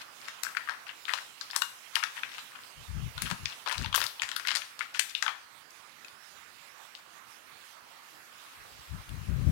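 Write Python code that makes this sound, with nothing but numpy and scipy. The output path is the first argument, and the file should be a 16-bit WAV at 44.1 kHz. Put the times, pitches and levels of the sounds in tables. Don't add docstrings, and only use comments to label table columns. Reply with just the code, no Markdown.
import sys
import numpy as np
from scipy import signal
from scipy.fft import rfft, irfft, next_fast_len
from scipy.io import wavfile
from scipy.ndimage import uniform_filter1d, minimum_filter1d, map_coordinates

SR = 44100
rng = np.random.default_rng(int(sys.argv[2]) if len(sys.argv) > 2 else 0)


def wrap_up_sound(samples):
    columns = np.atleast_2d(samples).T
    tamed = np.clip(columns, -1, 1)
    steps = np.round(tamed * 32767).astype(np.int16)
    wavfile.write(sys.argv[1], SR, steps)


N = 419391
SNAP_S = 0.004


def amp(db):
    return 10 ** (np.asarray(db) / 20)


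def unit(x):
    return x / np.sqrt(np.mean(x ** 2, axis=-1, keepdims=True) + 1e-20)


def along(points, hz):
    f, v = np.transpose(points)
    return np.interp(np.log(hz + 1), np.log(f + 1), v)


def curves(rows):
    s, *columns = np.transpose(rows)
    t = np.arange(N) / SR
    return [np.interp(t, s, column) for column in columns]


def wobble(rate):
    knots = rng.standard_normal(int(N * rate / SR) + 4)
    return map_coordinates(knots, [np.arange(N) * rate / SR])


def filtered(x, response):
    n = x.shape[-1]
    m = next_fast_len(n + 256)
    spectrum = rfft(x, m) * response(np.fft.rfftfreq(m, 1 / SR))
    return irfft(spectrum, m)[..., :n]


def resonance(hz, centre, width):
    return 1j * hz * width / (centre ** 2 - hz ** 2 + 1j * hz * width)


def noise(colour, patchy_db):
    z = signal.stft(rng.standard_normal(N), nperseg=512)[2]
    field = uniform_filter1d(rng.standard_normal(z.shape), size=8, axis=0)
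    field = uniform_filter1d(field, size=14, axis=1)
    patch_gain = amp(patchy_db * field / field.std())
    patched = signal.istft(z * patch_gain, nperseg=512)[1][:N]
    return unit(filtered(patched, lambda hz: amp(along(colour, hz))))


# start_s [s], body_db [dB], treble_db [dB]
WASH_LEVELS = [(0, -49.5, -50.5), (0.85, -50.5, -51.5), (1.6, -52, -48), (2.8, -50.5, -50.5),
               (3.7, -50.5, -47), (4.2, -51.5, -51), (5.65, -52.5, -54), (6.7, -51, -53.5),
               (8.3, -52.5, -53), (8.6, -50.5, -52), (9.5, -51.5, -51)]
# frequency_hz [Hz], density_db [dB per Hz]
WASH_BODY_COLOUR = [(20, -37), (60, -14.5), (120, -10.5), (400, -9.5), (600, -6.5), (1200, 1), (1800, -1.5),
                    (2600, -7), (4500, -28)]
WASH_TREBLE_COLOUR = [(1000, -40), (2000, -3.5), (2800, 1), (4500, -2), (7000, -5.5), (11000, -9),
                      (15000, -12.5)]


def wash():
    body_db, treble_db = curves(WASH_LEVELS)
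    body_gain = amp(body_db + 0.37 * wobble(19))
    body = body_gain * noise(WASH_BODY_COLOUR, patchy_db=2.0)
    treble_gain = amp(treble_db + 1.5 * wobble(12))
    return body + treble_gain * noise(WASH_TREBLE_COLOUR, patchy_db=2.5)


# start_s [s], level_db [dB]
HISS_LEVELS = [(0, -58.5), (1.9, -63), (3.3, -58), (5.4, -71.5), (9.5, -51.5)]
# frequency_hz [Hz], density_db [dB per Hz]
HISS_SPECTRUM = [(60, -22), (130, -9), (260, 0), (600, -1.5), (1200, 4), (2800, 0.5), (4500, -3.5),
                 (7000, -9), (11000, -6.5), (15000, -10.5)]


def hiss():
    level_db, = curves(HISS_LEVELS)
    return amp(level_db + 0.29 * wobble(13)) * noise(HISS_SPECTRUM, patchy_db=2.0)


# start_s [s], hold_s [s], level_db [dB], eddy_db [dB relative to the level]
AIR_GUSTS = [(2.782, .03, -45.5, -36), (2.902, 0.025, -31.5, -29), (2.958, 0.099, -30.5, -30),
             (3.161, 0.013, -40.5, -23), (3.228, 0.027, -29.5, -12), (3.32, 0.012, -40.5, 1.5),
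             (3.398, 0.042, -40, -14), (3.793, 0.024, -29, -8), (3.85, 0.043, -36.5, -12),
             (3.96, 0.095, -50.5, -16), (4.227, 0.015, -57, -16), (8.57, 0.24, -61, -11),
             (8.916, 0.059, -35, -27), (9.098, .2, -35, -13.5), (9.295, 0.16, -25.5, -14),
             (9.472, 0.016, -16.5, -15.5)]
# frequency_hz [Hz], density_db [dB per Hz]
AIR_SPECTRUM = [(15, -43), (30, -13.5), (62, -0.5), (90, -5), (140, -5.5), (250, -26.5), (400, -36),
                (1300, -90)]
EDDY_SPECTRUM = [(60, -21), (180, 1), (350, -15), (700, -24), (2000, -75)]
GUST_RISE_DB_PER_S, GUST_FALL_DB_PER_S = 748, 369
CALM_DB = -86


def buffeting(flutter_db=1.0, flutter_rate=45):
    t = np.arange(N) / SR
    air, eddies = np.full(N, amp(CALM_DB)), np.zeros(N)
    for start, hold, level_db, eddy_db in AIR_GUSTS:
        rise_db = GUST_RISE_DB_PER_S * np.maximum(start - t, 0)
        fall_db = GUST_FALL_DB_PER_S * np.maximum(t - start - hold, 0)
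        gust = amp(level_db - rise_db - fall_db)
        air = np.maximum(air, gust)
        eddies = np.maximum(eddies, amp(eddy_db) * gust)
    flutter = unit(amp(flutter_db * wobble(flutter_rate)))
    turbulence = air * noise(AIR_SPECTRUM, patchy_db=1.5)
    return flutter * (turbulence + eddies * noise(EDDY_SPECTRUM, patchy_db=-0.5))


# frequency_hz [Hz], t60_s [s to fall 60 dB]
ROOM_DECAY = [(300, 0.77), (1200, 0.4), (3500, 0.41), (8000, 0.42), (15000, 0.57)]


def room(x, early_db=3.5, early_t60=0.11, gap=0.0029, count=4, size=2048):
    hz, t, z = signal.stft(rng.standard_normal((count, SR // 2)), SR, nperseg=256)
    decay = amp(-60 * t / along(ROOM_DECAY, hz)[:, None])
    tails = signal.istft(z * decay, SR, nperseg=256)[1]
    t = np.arange(tails.shape[1]) / SR
    early = 1 + amp(early_db - 60 * t / early_t60)
    tails = tails * early * np.clip(t / gap - 0.5, 0, 1)
    tails = tails / np.linalg.norm(tails, axis=1, keepdims=True)
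    turn = np.arange(N) // size % count
    chosen = (turn == np.arange(count)[:, None]).astype(float)
    share = uniform_filter1d(chosen, size=256, axis=1)
    sent = x * np.sin(np.pi / 2 * share)
    return signal.oaconvolve(sent, tails, axes=1).sum(0)[:N]


def clicks(s, db, pitch_hz, upper_hz, upper_db, width, crack_db, cycles, crack_t60,
           crack_hz=11000, flip=3.3, lead_db=-11, lead_t60=0.011, size=640):
    lead = size // 5
    t = (np.arange(size) - lead) / SR
    chatter, upper_chatter, edge = rng.standard_normal((len(s), 3, size)).transpose(1, 0, 2)
    relative_width = np.maximum(width, 0.1)[:, None]

    def burst(t60):
        return amp(np.where(t < 0, lead_db + 60 * t / lead_t60, -60 * t / t60))

    def ring(centre, chatter):
        push = chatter * burst(cycles / centre) + flip * (t == 0)
        return unit(filtered(push, lambda hz: resonance(hz, centre, relative_width * centre) ** 2))

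    body = ring(pitch_hz[:, None], chatter)
    body = body + amp(upper_db)[:, None] * ring(upper_hz[:, None], upper_chatter)
    crack = filtered(edge * burst(crack_t60), lambda hz: resonance(hz, crack_hz, 1.06 * crack_hz) ** 3)
    waves = body + amp(crack_db)[:, None] * unit(crack)
    waves = waves * amp(db)[:, None] * np.sqrt(SNAP_S * SR / size)
    at = (np.maximum(s, 0) * SR).astype(int)[:, None] + np.arange(size)
    return np.bincount(at.ravel(), waves.ravel(), N + lead)[lead:N + lead]


# start_s [s], end_s [s], level_db [dB], pitch_hz [Hz]
HAND_MOVEMENTS = [(0.0, 0.028, -40.5, 1800), (0.206, 0.301, -44.5, 2200), (0.44, 0.522, -42.5, 1610),
                  (0.549, 0.616, -46, 1450), (0.668, 0.755, -42, 1390), (0.862, 0.917, -42, 1920),
                  (1.075, 1.136, -33.5, 1520), (1.145, 1.204, -39.5, 1690), (1.523, 1.587, -36, 1340),
                  (1.922, 2.048, -40.5, 1730), (2.146, 2.206, -40, 1770), (2.226, 2.302, -46, 2280),
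                  (2.302, 2.42, -42.5, 2620), (2.499, 2.659, -46.5, 1660), (3.192, 3.325, -37.5, 1830),
                  (3.463, 3.541, -42, 2880), (3.655, 3.764, -33.5, 1490), (3.763, 3.895, -40, 2000),
                  (3.936, 4.069, -36, 1980), (4.184, 4.453, -44.5, 1900), (4.459, 4.586, -37, 2100),
                  (4.79, 4.864, -43, 2220), (4.94, 4.984, -34.5, 2410), (5.087, 5.121, -40.5, 2920),
                  (5.153, 5.196, -41, 2830), (5.23, 5.324, -37, 1220), (6.945, 7.008, -52, 2810),
                  (8.451, 8.567, -53.5, 1880)]
RUSTLE_CRACK_DB = -14.5


def rustle(spread_db=6, pitch_spread=0.35, level_db=-4.0, width=0.56, lowest_hz=950,
           upper_ratio=1.66, upper_db=-7, colour_db=4, brighten=0.51, count=60):
    start, end, db, pitch_hz = np.transpose(HAND_MOVEMENTS)[:, :, None]
    shape = (len(HAND_MOVEMENTS), count)
    progress = rng.random(shape)
    s = start + (end - start) * progress
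    speed = np.sqrt(np.sin(np.pi * progress))
    sizes = unit(speed * amp(spread_db * np.minimum(rng.exponential(size=shape), 3)))
    energy = sizes ** 2 * (end - start) / (count * SNAP_S)
    grain_db = db + level_db + 10 * np.log10(energy + 1e-12)

    def scatter(hz):
        return np.clip(hz * np.exp(pitch_spread * rng.standard_normal(shape)), lowest_hz, SR / 4)

    def vary(base_db):
        return base_db + brighten * (db - db.mean()) + colour_db * rng.standard_normal(shape)

    columns = [s, grain_db, scatter(pitch_hz), scatter(upper_ratio * pitch_hz),
               vary(upper_db), np.full(shape, width), vary(RUSTLE_CRACK_DB)]
    return clicks(*map(np.ravel, columns), cycles=9.9, crack_t60=0.0045)


# start_s [s], level_db [dB at the start], pitch_hz [Hz]
CHIP_CLINKS = [(1.6194, -17.5, 1495), (1.6204, -15.5, 2850), (6.047, -33.5, 2540)]
CLINK_T60 = 0.038


def clinks():
    out = np.zeros(N)
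    t = np.arange(SR // 10) / SR
    for start, level_db, pitch_hz in CHIP_CLINKS:
        tone = amp(level_db - 60 * t / CLINK_T60) * np.sin(2 * np.pi * pitch_hz * t)
        out[round(start * SR):][:len(t)] += tone
    return out


# start_s [s], level_db [dB over 4 ms],
# pitch_hz [Hz], upper_hz [Hz, second resonance], upper_db [dB relative to the level]
CHIP_KNOCKS = [(0.4503, -33, 1620, 5300, -4), (0.467, -27, 1550.0, 5340.0, -20),
               (0.55, -31.5, 1660.0, 8740.0, -14), (0.675, -35, 1300, 1750, -3),
               (0.688, -25.5, 1480, 1940, -16), (0.7452, -40, 1400, 2000, -6), (0.8678, -45, 1700, 2600, 5),
               (0.8926, -38, 1590, 2600, 6), (1.0535, -41, 2800.0, 3220.0, 7.5),
               (1.0823, -30.5, 1640, 2100, 1.5), (1.093, -21, 1800.0, 2810.0, -12),
               (1.186, -32, 1700, 3600.0, -13), (1.5027, -41, 1750, 3750, 3),
               (1.5114, -32, 4840, 11460.0, -8), (2.0286, -25, 1430, 2450, -1.5),
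               (2.178, -33, 1730, 2580, -3), (2.2339, -30, 1630, 2360, 6.5),
               (3.4573, -23.5, 2400, 4220, -0.5), (3.528, -40, 2510, 4300, -2), (3.8457, -31, 890, 3070, 3),
               (3.8601, -32.5, 1710, 3370, 1), (3.9568, -24, 1280, 5400, 2), (4.0309, -35, 1700, 4000, -4),
               (4.0657, -24.5, 4470, 9710.0, -5), (4.197, -43, 890, 3040, 14.5),
               (4.451, -29, 1600.0, 3580, -10), (4.4894, -24, 1930, 4260, -5),
               (4.808, -28, 1430, 2130, 4.5), (4.8151, -29.5, 1530, 2470, 1.5), (5.151, -24, 2770, 3700, 0),
               (5.2638, -22, 1440, 3300, -6), (5.7068, -47.5, 6000, 12000, 2), (6.0482, -47, 4200, 6400, 0),
               (6.083, -45, 2600, 4710, 0), (6.9517, -41, 3170, 4100, 0.5), (9.0927, -44, 3000, 11000, 2)]
CHIP_WIDTH, CHIP_CRACK_DB = 0.35, -22.5


def chip_clicks(extra_width):
    each = np.ones(len(CHIP_KNOCKS))
    return clicks(*np.transpose(CHIP_KNOCKS), (CHIP_WIDTH + extra_width) * each, CHIP_CRACK_DB * each,
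                  cycles=23, crack_t60=0.0044)


# [dB relative to the level, treble crack]
CREASES = [(0.2841, -30.5, 2080, 5860.0, -5, 1.1, -36), (0.435, -28, 2010, 5340, 5, 0.85, 8.5),
           (0.5696, -19.5, 1770, 3700, -15, 0.49, -20), (0.695, -24, 1350, 4050, -9.5, 0.61, -20),
           (1.137, -24, 1140, 3100, 4.5, 1.4, -11), (1.412, -37, 1540, 4730, 8.5, 0.58, -10),
           (1.5629, -28, 1180, 5470, 10, 0.57, 12), (1.6205, -24.5, 1370, 4340, 3.5, 0.7, 1.5),
           (1.956, -17, 2700, 4760, -4.5, 0.43, -4), (1.965, -23, 1320, 2590.0, -14, 0.61, -16),
           (2.0378, -19.5, 1780, 4300, -5.5, 0.85, -13.5), (2.3824, -38, 1190, 2530, 3, 0.78, -4),
           (3.1796, -32.5, 1400, 3450, 1.5, 0.46, -8), (3.221, -28, 2200, 3800, 1, 1.3, 9),
           (3.302, -29.5, 1780, 4390.0, -8, 2, -7), (3.3124, -25.5, 1370, 3300, -0.5, 1.3, -13),
           (3.662, -30, 1040, 3230.0, -4, 0.7, -21), (3.6678, -29, 895, 2410.0, -4, 0.54, -16),
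           (3.6754, -26, 990, 2830.0, -1.5, 0.61, -17), (3.6864, -31, 1450.0, 4240, 2, 1.2, -36),
           (3.7192, -30, 1150.0, 3900.0, -2.5, 2.2, -18), (3.7261, -33, 1110.0, 3520.0, 6.5, 1.2, -1),
           (3.781, -38, 2030.0, 4230, 10.5, 0.8, -4), (3.928, -32.5, 1140, 3000, 5.5, 0.33, -7),
           (3.9435, -20.5, 1330, 3140.0, -3.5, 0.69, -26), (3.949, -20, 2470, 14040.0, 4, 2.8, -31),
           (3.961, -21, 3120, 14040, 11.5, 0.54, 4), (3.9786, -23.5, 1180.0, 2460.0, -9, 1.9, -12),
           (4.004, -27.5, 1470.0, 5090.0, -1, 0.74, -7), (4.016, -28.5, 900.0, 1990, 6.5, 2.1, -16),
           (4.0405, -27, 1830, 5120.0, -0.5, 0.99, 1), (4.22, -21, 1980, 6440, -5, 0.64, -29),
           (4.2329, -25, 2000, 5570.0, -15, 2.2, -32), (4.2903, -32, 1640.0, 4530.0, 2, 1.1, -34),
           (4.3159, -28.5, 1560, 3180, 1.5, 0.72, -9), (4.364, -27.5, 1600, 3900, 3, 0.53, 5),
           (4.398, -30.5, 1470, 4050.0, -3, 1.05, -35), (4.473, -21, 2480, 9800, -6, 0.88, -34),
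           (4.4848, -30, 1350, 3440, 8.5, 0.9, -35), (4.507, -36, 1370.0, 2420.0, 12, 1.3, -31),
           (4.5158, -25, 1570, 4420.0, -1, 0.78, -38), (4.5524, -25.5, 1810.0, 4180.0, 5, 1.3, -29),
           (4.559, -30.5, 1350.0, 3570.0, 8.5, 1.5, 6), (4.5634, -32, 1290.0, 3830.0, -7, 0.81, -8),
           (4.57, -35.5, 900.0, 3020.0, 12, 2.3, -6), (4.6193, -32, 2040, 3060.0, -5, 0.72, -18),
           (4.7926, -43, 900.0, 3300.0, 12.5, 2.9, -12), (4.9476, -31.5, 2040, 5820.0, -16, 1.1, -39),
           (4.995, -14.5, 2580, 7450, 1.5, 1.1, -22), (5.2255, -19, 1660, 5300, -3, 0.64, -14),
           (5.28, -23, 1240, 2080, 3, 0.5, -21)]


def foil_snaps(extra_width):
    *columns, width, crack_db = np.transpose(CREASES)
    return clicks(*columns, width + extra_width, crack_db, cycles=26.7, crack_t60=0.0051)


# frequency_hz [Hz], gain_db [dB]
BAG_COLOUR = [(100, -22), (400, -6.5), (750, -5), (960, 0.5), (1700, 0), (2100, -3.5), (2800, -1),
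              (5000, -1), (6500, -3), (9500, -5.5), (11500, -9.5), (15000, -13)]


def coloured(x):
    return filtered(x, lambda hz: amp(along(BAG_COLOUR, hz)))


def scene(chips_away_db=-1.5):
    cloud = rustle()
    at_microphone = foil_snaps(0) + chip_clicks(0) + clinks() + cloud
    toward_walls = foil_snaps(0.15) + amp(chips_away_db) * chip_clicks(0.15) + cloud
    bag, away = coloured(np.array([at_microphone, toward_walls]))
    reflections = amp(-7.5) * room(bag) + amp(-4.5) * room(away)
    left = amp(1.45) * bag + reflections + buffeting() + hiss()
    return np.array([left, wash()])


def record(dry, ceiling=0.93, size=128, top_hz=16200):
    needed = 1 / np.maximum(np.abs(dry) / ceiling, 1)
    held = minimum_filter1d(needed, size, axis=1)
    gain = uniform_filter1d(held, size // 2, axis=1)
    return filtered(dry * gain, lambda hz: 1 / (1 + (hz / top_hz) ** 120))


dry = scene()
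out = record(dry)
wrap_up_sound(out)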